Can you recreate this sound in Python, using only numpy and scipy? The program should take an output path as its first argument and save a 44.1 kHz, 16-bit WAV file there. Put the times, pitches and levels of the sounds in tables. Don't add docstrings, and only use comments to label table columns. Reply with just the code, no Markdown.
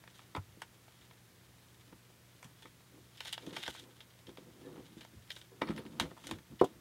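import sys
import numpy as np
from scipy import signal
from scipy.fft import rfft, irfft
from scipy.io import wavfile
from scipy.ndimage import uniform_filter1d

SR = 44100
rng = np.random.default_rng(int(sys.argv[2]) if len(sys.argv) > 2 else 0)


def master(y):
    cut = np.clip(np.atleast_2d(y).T, -1, 1)
    pcm = np.round(cut * 32767)
    wavfile.write(sys.argv[1], SR, pcm.astype(np.int16))


def voltage_ratio(decibels):
    exponent = np.asarray(decibels, float) / 20
    return 10 ** exponent


N = 299968

# frequency in Hz, level in dB, undamped-table t60 in seconds (each use sets its own damping).
FRAME_MODES = [(76.4, 22, 0.047), (94, -4.5, 0.53), (133.8, -6, 0.32), (161.2, 3.5, 0.082),
               (216, 0.5, 0.13), (285, 2, 0.088), (310, -8.5, 0.2), (392.6, 0.5, 0.087),
               (459.7, -0.5, 0.046), (586, -13, 0.011), (730, -4.5, 0.078), (903, -11, 0.038),
               (1014, 11, 0.027), (1306, 12, 0.027)]


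def level(x, db):
    return x * voltage_ratio(db) / np.sqrt(np.mean(x ** 2))


def ring(x, hz, width):
    return signal.lfilter(*signal.iirpeak(hz, hz / width, fs=SR), x)


def walk(rate):
    hold = int(SR / rate)
    steps = np.repeat(rng.standard_normal(N // hold + 1), hold)
    return 1.3 * uniform_filter1d(uniform_filter1d(steps, hold), hold)[:N]


def grit(rate, spread_db):
    slips = rng.random(N) < rate / SR
    sizes = rng.standard_normal(N) * voltage_ratio(spread_db * rng.standard_normal(N))
    return level(slips * sizes, 0)


def strokes(table, rest_db, rest_tint):
    swell_db_per_s, fade_db_per_s = 301, 315
    t = np.arange(N) / SR
    power = voltage_ratio(2 * rest_db) + 0 * t
    colour = power * rest_tint
    for start, hold, db, tint in table:
        swell = swell_db_per_s * (start - t)
        fade = fade_db_per_s * (t - start - hold)
        stroke = voltage_ratio(2 * (db - np.maximum(swell, np.maximum(fade, 0))))
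        power = power + stroke
        colour = colour + stroke * tint
    return 10 * np.log10(power), colour / power


def tool_bands(x):
    # centre in Hz, width in Hz, gain in dB.
    tool_modes = [(600, 353, 0.5), (954, 184, 6), (1293, 180, 3), (1520, 80, 0), (1750, 270, -2.5),
                  (2208, 236, 3.5), (2275, 173, 4.5), (2990, 437, -4), (3290, 170, 1), (3650, 370, -3),
                  (4300, 530, -7.5), (4840, 450, -11.5), (5400, 127, -9), (5830, 1270, -5.5),
                  (7740, 1970, -3), (8740, 2200, -4), (13900, 6300, -21.5)]
    out = 0
    for k, (hz, width, db) in enumerate(tool_modes):
        row = np.searchsorted([1350, 2600, 5600], hz)
        sign = (-1) ** k
        out = out + sign * voltage_ratio(db) * ring(x[row], hz, width)
    return out


def hum():
    # frequency in Hz, level in dB rms.
    hum_lines = [(59.2, -86), (60, -104), (120, -67.5), (180, -75)]
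    t = np.arange(N) / SR
    out = np.zeros(N)
    for hz, db in hum_lines:
        out += np.sqrt(2) * voltage_ratio(db + 0.21 * walk(11)) * np.sin(2 * np.pi * hz * t)
    return out


def hiss():
    # frequency in Hz, relative density in dB per Hz.
    hiss_curve = [(15, -36), (25, -9.5), (70, -2.5), (124, -1.5), (191, -6.5), (225, -8), (347, -8.5),
                  (741, -15), (1340, -15), (2020, -15.5), (3470, -21), (4310, -20), (13800, -24),
                  (15000, -26), (16300, -24)]
    hz, db = np.transpose(hiss_curve)
    f = np.maximum(np.arange(N // 2 + 1) * SR / N, 1)
    gain = voltage_ratio(np.interp(np.log(f), np.log(hz), db))
    return level(irfft(rfft(rng.standard_normal(N)) * gain, N), -63.5)


def squeaks():
    # start in seconds, length in seconds, frequency in Hz, peak level in dB.
    squeak_table = [(2.624, 0.024, 3410, -61), (3.625, 0.032, 3650, -49), (3.677, 0.0099, 1520, -39),
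                    (3.77, 0.019, 1520, -56), (4.632, 0.056, 1750, -62), (5.647, 0.02, 4300, -66),
                    (5.648, .02, 9120, -72), (5.648, .02, 10000, -71), (5.775, 0.019, 10010, -60),
                    (5.78, .018, 13740, -69), (5.79, 0.022, 4340, -65), (6.592, 0.017, 2936, -50)]
    out = np.zeros(N)
    wobble = .5 * walk(150)
    for start, length, hz, db in squeak_table:
        t = np.arange(int(length * SR)) / SR
        i = int(start * SR)
        swell = np.sqrt(np.sin(np.pi * t / length))
        tone = np.sin(2 * np.pi * hz * t + wobble[i:i + len(t)])
        out[i:i + len(t)] += voltage_ratio(db) * swell * tone
    return out


def rumble():
    # start in seconds, hold in seconds, level in dB, spectral centre in Hz.
    drag_table = [(2.95, 0.047, -56.5, 290), (3.44, .15, -51, 310), (3.82, 0.062, -53, 330),
                  (4.29, .015, -54, 290), (4.43, .19, -55, 265), (4.64, 0.14, -50.5, 310),
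                  (4.78, 0.02, -46.5, 282), (4.84, 0.088, -59, 236), (5.0, 0.027, -58.5, 255),
                  (5.51, .06, -64.5, 400), (5.65, 0.054, -42.5, 278), (5.71, 0.062, -50, 228),
                  (5.785, 0.014, -43.5, 310), (5.85, 0.18, -53, 235), (6.03, 0.021, -42, 252),
                  (6.11, 0.066, -58, 265), (6.28, 0.083, -48, 258), (6.51, 0.023, -57.5, 222),
                  (6.7, 0.065, -59.5, 247)]
    db, centre_hz = strokes(drag_table, rest_db=-73.5, rest_tint=257)
    lowpass = signal.butter(2, 600, fs=SR, output="sos")
    judder = signal.sosfilt(lowpass, grit(1500, spread_db=2))
    modes = 0
    for hz, mode_db, t60 in FRAME_MODES:
        width = 6.5 / t60
        mode = level(ring(ring(judder, hz, width), hz, width), -7.0)
        octaves = np.log2(hz / centre_hz)
        modes = modes + voltage_ratio(mode_db - 8.5 * octaves ** 2) * mode
    shake = voltage_ratio(np.array([[-6], [-12], [-24], [-40]])) * grit(1200, spread_db=5.0)
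    return voltage_ratio(db + 2.3 * walk(14)) * (modes + tool_bands(shake))


def scrape():
    # start in seconds, hold in seconds, level in dB, sizzle in dB relative to it.
    scrape_table = [(.15, 0.037, -61, -7), (3.18, .07, -56, -9), (3.27, 0.068, -48.5, -9.5),
                    (3.41, 0.17, -58, -7.5), (3.59, 0.11, -51, -6), (3.635, 0.011, -45, -15.5),
                    (3.72, 0.078, -54, -6.5), (4.6, 0.5, -70, -11), (5.33, 0.069, -60.5, 1),
                    (5.63, .02, -72, -14), (5.67, 0.023, -54.5, -17), (5.77, 0.011, -57, -15),
                    (5.92, 0.12, -64.5, -10), (6.18, 0.072, -63, -6), (6.25, .09, -57.5, -6)]
    db, sizzle_db = strokes(scrape_table, rest_db=-70, rest_tint=-9)
    grind = grit(1500, spread_db=4) + .7 * rng.standard_normal(N)
    grind = grind * voltage_ratio(3 * walk(90))
    drive = grind * voltage_ratio(np.array([db - 15.5, db - 5, db, db + sizzle_db]))
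    makeup = np.std(grind) / np.std(tool_bands(np.tile(grind, (4, 1))))
    return makeup * tool_bands(drive)


def knocks():
    # start in seconds, level in dB, centre of the blow in Hz, damping as a factor,
    # fall-off below the centre in dB per octave squared.
    knock_table = [(0.353, -35.5, 334, 1.3, 13), (0.376, -26.5, 95, 3.7, 16), (0.487, -46.5, 92.6, 3.6, 22),
                   (0.572, -45.5, 282, 2.7, 26), (1.875, -54, 300, 1.6, 22), (1.927, -42.5, 298, 2.5, 20),
                   (2.1, -57, 504, 1.5, 25), (2.447, -43, 137, 1.55, 45), (2.651, -48.5, 350, 1.6, 25),
                   (3.472, -34.5, 296, 1.33, 28), (3.527, -37.5, 303, 2.9, 22), (3.684, -37, 537, 2, 3),
                   (4.283, -41, 300, 1.8, 15), (4.383, -40, 405, 2.5, 22), (4.968, -36, 230, 2.6, 49),
                   (5.135, -46, 224, 2.1, 29), (5.157, -53, 113, 0.85, 16), (5.517, -54.5, 415, 0.3, 39),
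                   (5.618, -28.5, 320, 1.4, 15), (5.695, -21, 234, 2.3, 57), (5.71, -44, 191, 0.45, 17),
                   (5.776, -39, 255, 1.6, 9), (5.793, -32, 313, 3.1, 32), (5.853, -42, 285, 0.9, 10),
                   (5.999, -41.5, 253, 0.97, 4), (6.013, -31, 215, 2.9, 33), (6.115, -43.5, 440, 1.7, 10),
                   (6.286, -50, 199, 1.9, 18), (6.311, -34, 258, 1.7, 17), (6.323, -37, 93, 3, 20),
                   (6.504, -40, 157, 1.7, 28), (6.521, -43, 230, 1.4, 33), (6.613, -9.5, 457, 1.33, 78),
                   (6.6243, -23, 400, 2.2, 65), (6.634, -22.5, 410, 1.1, 40), (6.641, -21, 523, 2.2, 22)]
    out = np.zeros(N + SR)
    t = np.arange(SR // 2)[:, None] / SR
    hz, mode_db, t60 = np.transpose(FRAME_MODES)
    for start, db, centre_hz, damping, focus_db in knock_table:
        falloff = np.where(hz < centre_hz, focus_db, 11)
        gain = voltage_ratio(db + mode_db - falloff * np.log2(hz / centre_hz) ** 2)
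        decay = np.exp(-np.log(1000) * t * max(damping, .2) / t60)
        modes = np.sin(2 * np.pi * hz * t) * decay
        contact = np.sin(np.pi / 2 * np.minimum(t[:, 0] * centre_hz / 1.03, 1)) ** 2
        i = int(start * SR)
        out[i:i + len(t)] -= contact * (modes @ gain)
    return out[:N]


def clicks():
    # start in seconds, drive level in dB, body near 1 kHz in relative dB,
    # sizzle in relative dB, rattle t60 in seconds (held to 0.005-0.3 for the decay).
    click_table = [(.038, -49.5, 4.5, -20, 0.029), (.0757, -44.5, -0.5, -20, 0.03),
                   (.192, -52.5, 4.5, -10, 0.039), (.2166, -50, 0, -4, 0.04), (.3496, -36.5, 4, -13, 0.079),
                   (.3641, -48, 23.5, -25, 0.056), (0.6185, -34.5, -1.5, -6.5, 0.054),
                   (.881, -55.5, 6.5, -12, 0.025), (1.0114, -48.5, -8, -17, .12),
                   (1.1104, -47, -1.5, -22, .023), (1.925, -61.5, 15, -12, .059),
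                   (2.4276, -50.5, 6.5, 3.5, 0.19), (2.4444, -42, -17, -4, 0.045),
                   (2.6224, -45, -9, -7, 0.11), (2.6552, -47, 5, -8, .038), (2.804, -52, 1, -18, 0.036),
                   (3.1722, -40, -21, -14, 0.12), (3.2047, -26, -9, -12.5, .036),
                   (3.2555, -29.5, -10, -12, 0.041), (3.3273, -22, -17.5, -7, 0.033),
                   (3.3782, -27, -11, -23, 0.019), (3.4244, -41, -13, -13, 0.038),
                   (3.464, -38, -20, -9, 0.055), (3.5068, -39, -8, -22, .03), (3.5307, -39, -9, -10, 0.26),
                   (3.5646, -24, -6, -14, .05), (3.6632, -27.5, -12, -20, 0.032),
                   (3.6782, -29.5, -2.5, -7, 0.061), (3.749, -38.5, -7.5, -13, .09),
                   (3.7698, -40.5, -20, -22, 0.16), (4.005, -41.5, -13, -16, 0.091),
                   (4.268, -36.5, -22, -21, 0.034), (4.291, -41.5, -9, -11, .033),
                   (4.3719, -47.5, -3, -15, 0.14), (5.0076, -38.5, -13.5, -12.5, 0.15),
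                   (5.0494, -50.5, 5.5, -3, 0.017), (5.293, -47, -15, -22.5, 0.12),
                   (5.3035, -25, -19.5, -20, 0.044), (5.3171, -30.5, -41, -10.5, 0.034),
                   (5.3626, -38, -9, -16, 0.069), (5.4141, -36.5, -19, -13, 0.028),
                   (5.6133, -49, 12, -25, 0.25), (5.6166, -27.5, 7, -24, 0.054), (5.672, -40, 4, -20, .1),
                   (5.6875, -37.5, 3, -14, 0.06), (5.691, -39, -14, -13, 0.032),
                   (5.7042, -41.5, 5, -8, 0.11), (5.7623, -40, -14, -8, 0.12), (5.7774, -35, -4, -22, .083),
                   (5.8518, -47, 2, -11, 0.063), (5.8633, -41, -13, -14, 0.033),
                   (5.9979, -16.5, -9.5, -8.5, 0.06), (6.0204, -33, -6, -10, 0.14),
                   (6.0394, -51, -5, -4, 0.22), (6.1094, -53.5, 11.5, -14, 0.069),
                   (6.166, -64, 17.5, -12, 0.24), (6.2404, -44, 0.5, -17, .05),
                   (6.2696, -31.5, -20, -3, 0.05), (6.2894, -40.5, -1, -19, .041),
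                   (6.3111, -29, -7, -8.5, .05), (6.3345, -40.5, -7, -21, 0.049),
                   (6.3851, -45.5, -6, -10, 0.039), (6.592, -39, -13, -17, 0.36),
                   (6.6, -45, -10, -23, 0.055), (6.6122, -43.5, 22, -16, 0.043),
                   (6.643, -33, -31, -4, 0.049)]
    push = np.zeros((4, N + SR))
    t = np.arange(SR // 4) / SR
    rattles = rng.standard_normal((len(click_table), len(t)))
    for (start, db, body_db, sizzle_db, t60), rattle in zip(click_table, rattles):
        burst = rattle * np.exp(-np.log(1000) * t / np.clip(t60, .005, .3))
        bounce_db = 3 * np.repeat(rattle[::-1], SR // 500)[:len(t)]
        burst *= voltage_ratio(bounce_db)
        burst *= 1 + 1.31 * np.exp(-t / 0.00072)
        burst[0] += 9.2 * np.exp(-t60 / 0.1)
        clack_db = 3.5 + 0.49 * body_db
        drive_db = db + np.array([[body_db], [clack_db], [0], [sizzle_db]])
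        i = int(start * SR)
        push[:, i:i + len(t)] += voltage_ratio(drive_db) * burst
    return tool_bands(push[:, :N])


def room(near):
    t60_s, echo_db = 0.09, -10
    t = np.arange(SR // 2) / SR
    walls = rng.standard_normal(len(t)) * np.exp(-np.log(1000) * t / t60_s) * (t > .004)
    walls = level(walls, echo_db) / np.sqrt(len(t))
    return signal.fftconvolve(near, walls)[:N]


def scene():
    near = squeaks() + rumble() + scrape() + knocks() + clicks()
    mix = near + room(near) + hum() + hiss()
    return mix[None]


def top_cut(x):
    return signal.sosfilt(signal.butter(12, 16430, fs=SR, output="sos"), x)


def record(dry):
    highpass = signal.butter(6, 52, "high", fs=SR, output="sos")
    lowpass = signal.ellip(10, .3, 80, 15750, fs=SR, output="sos")
    passed = signal.sosfilt(lowpass, signal.sosfilt(highpass, dry))
    return top_cut(passed)


dry = scene()
out = record(dry)
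master(out)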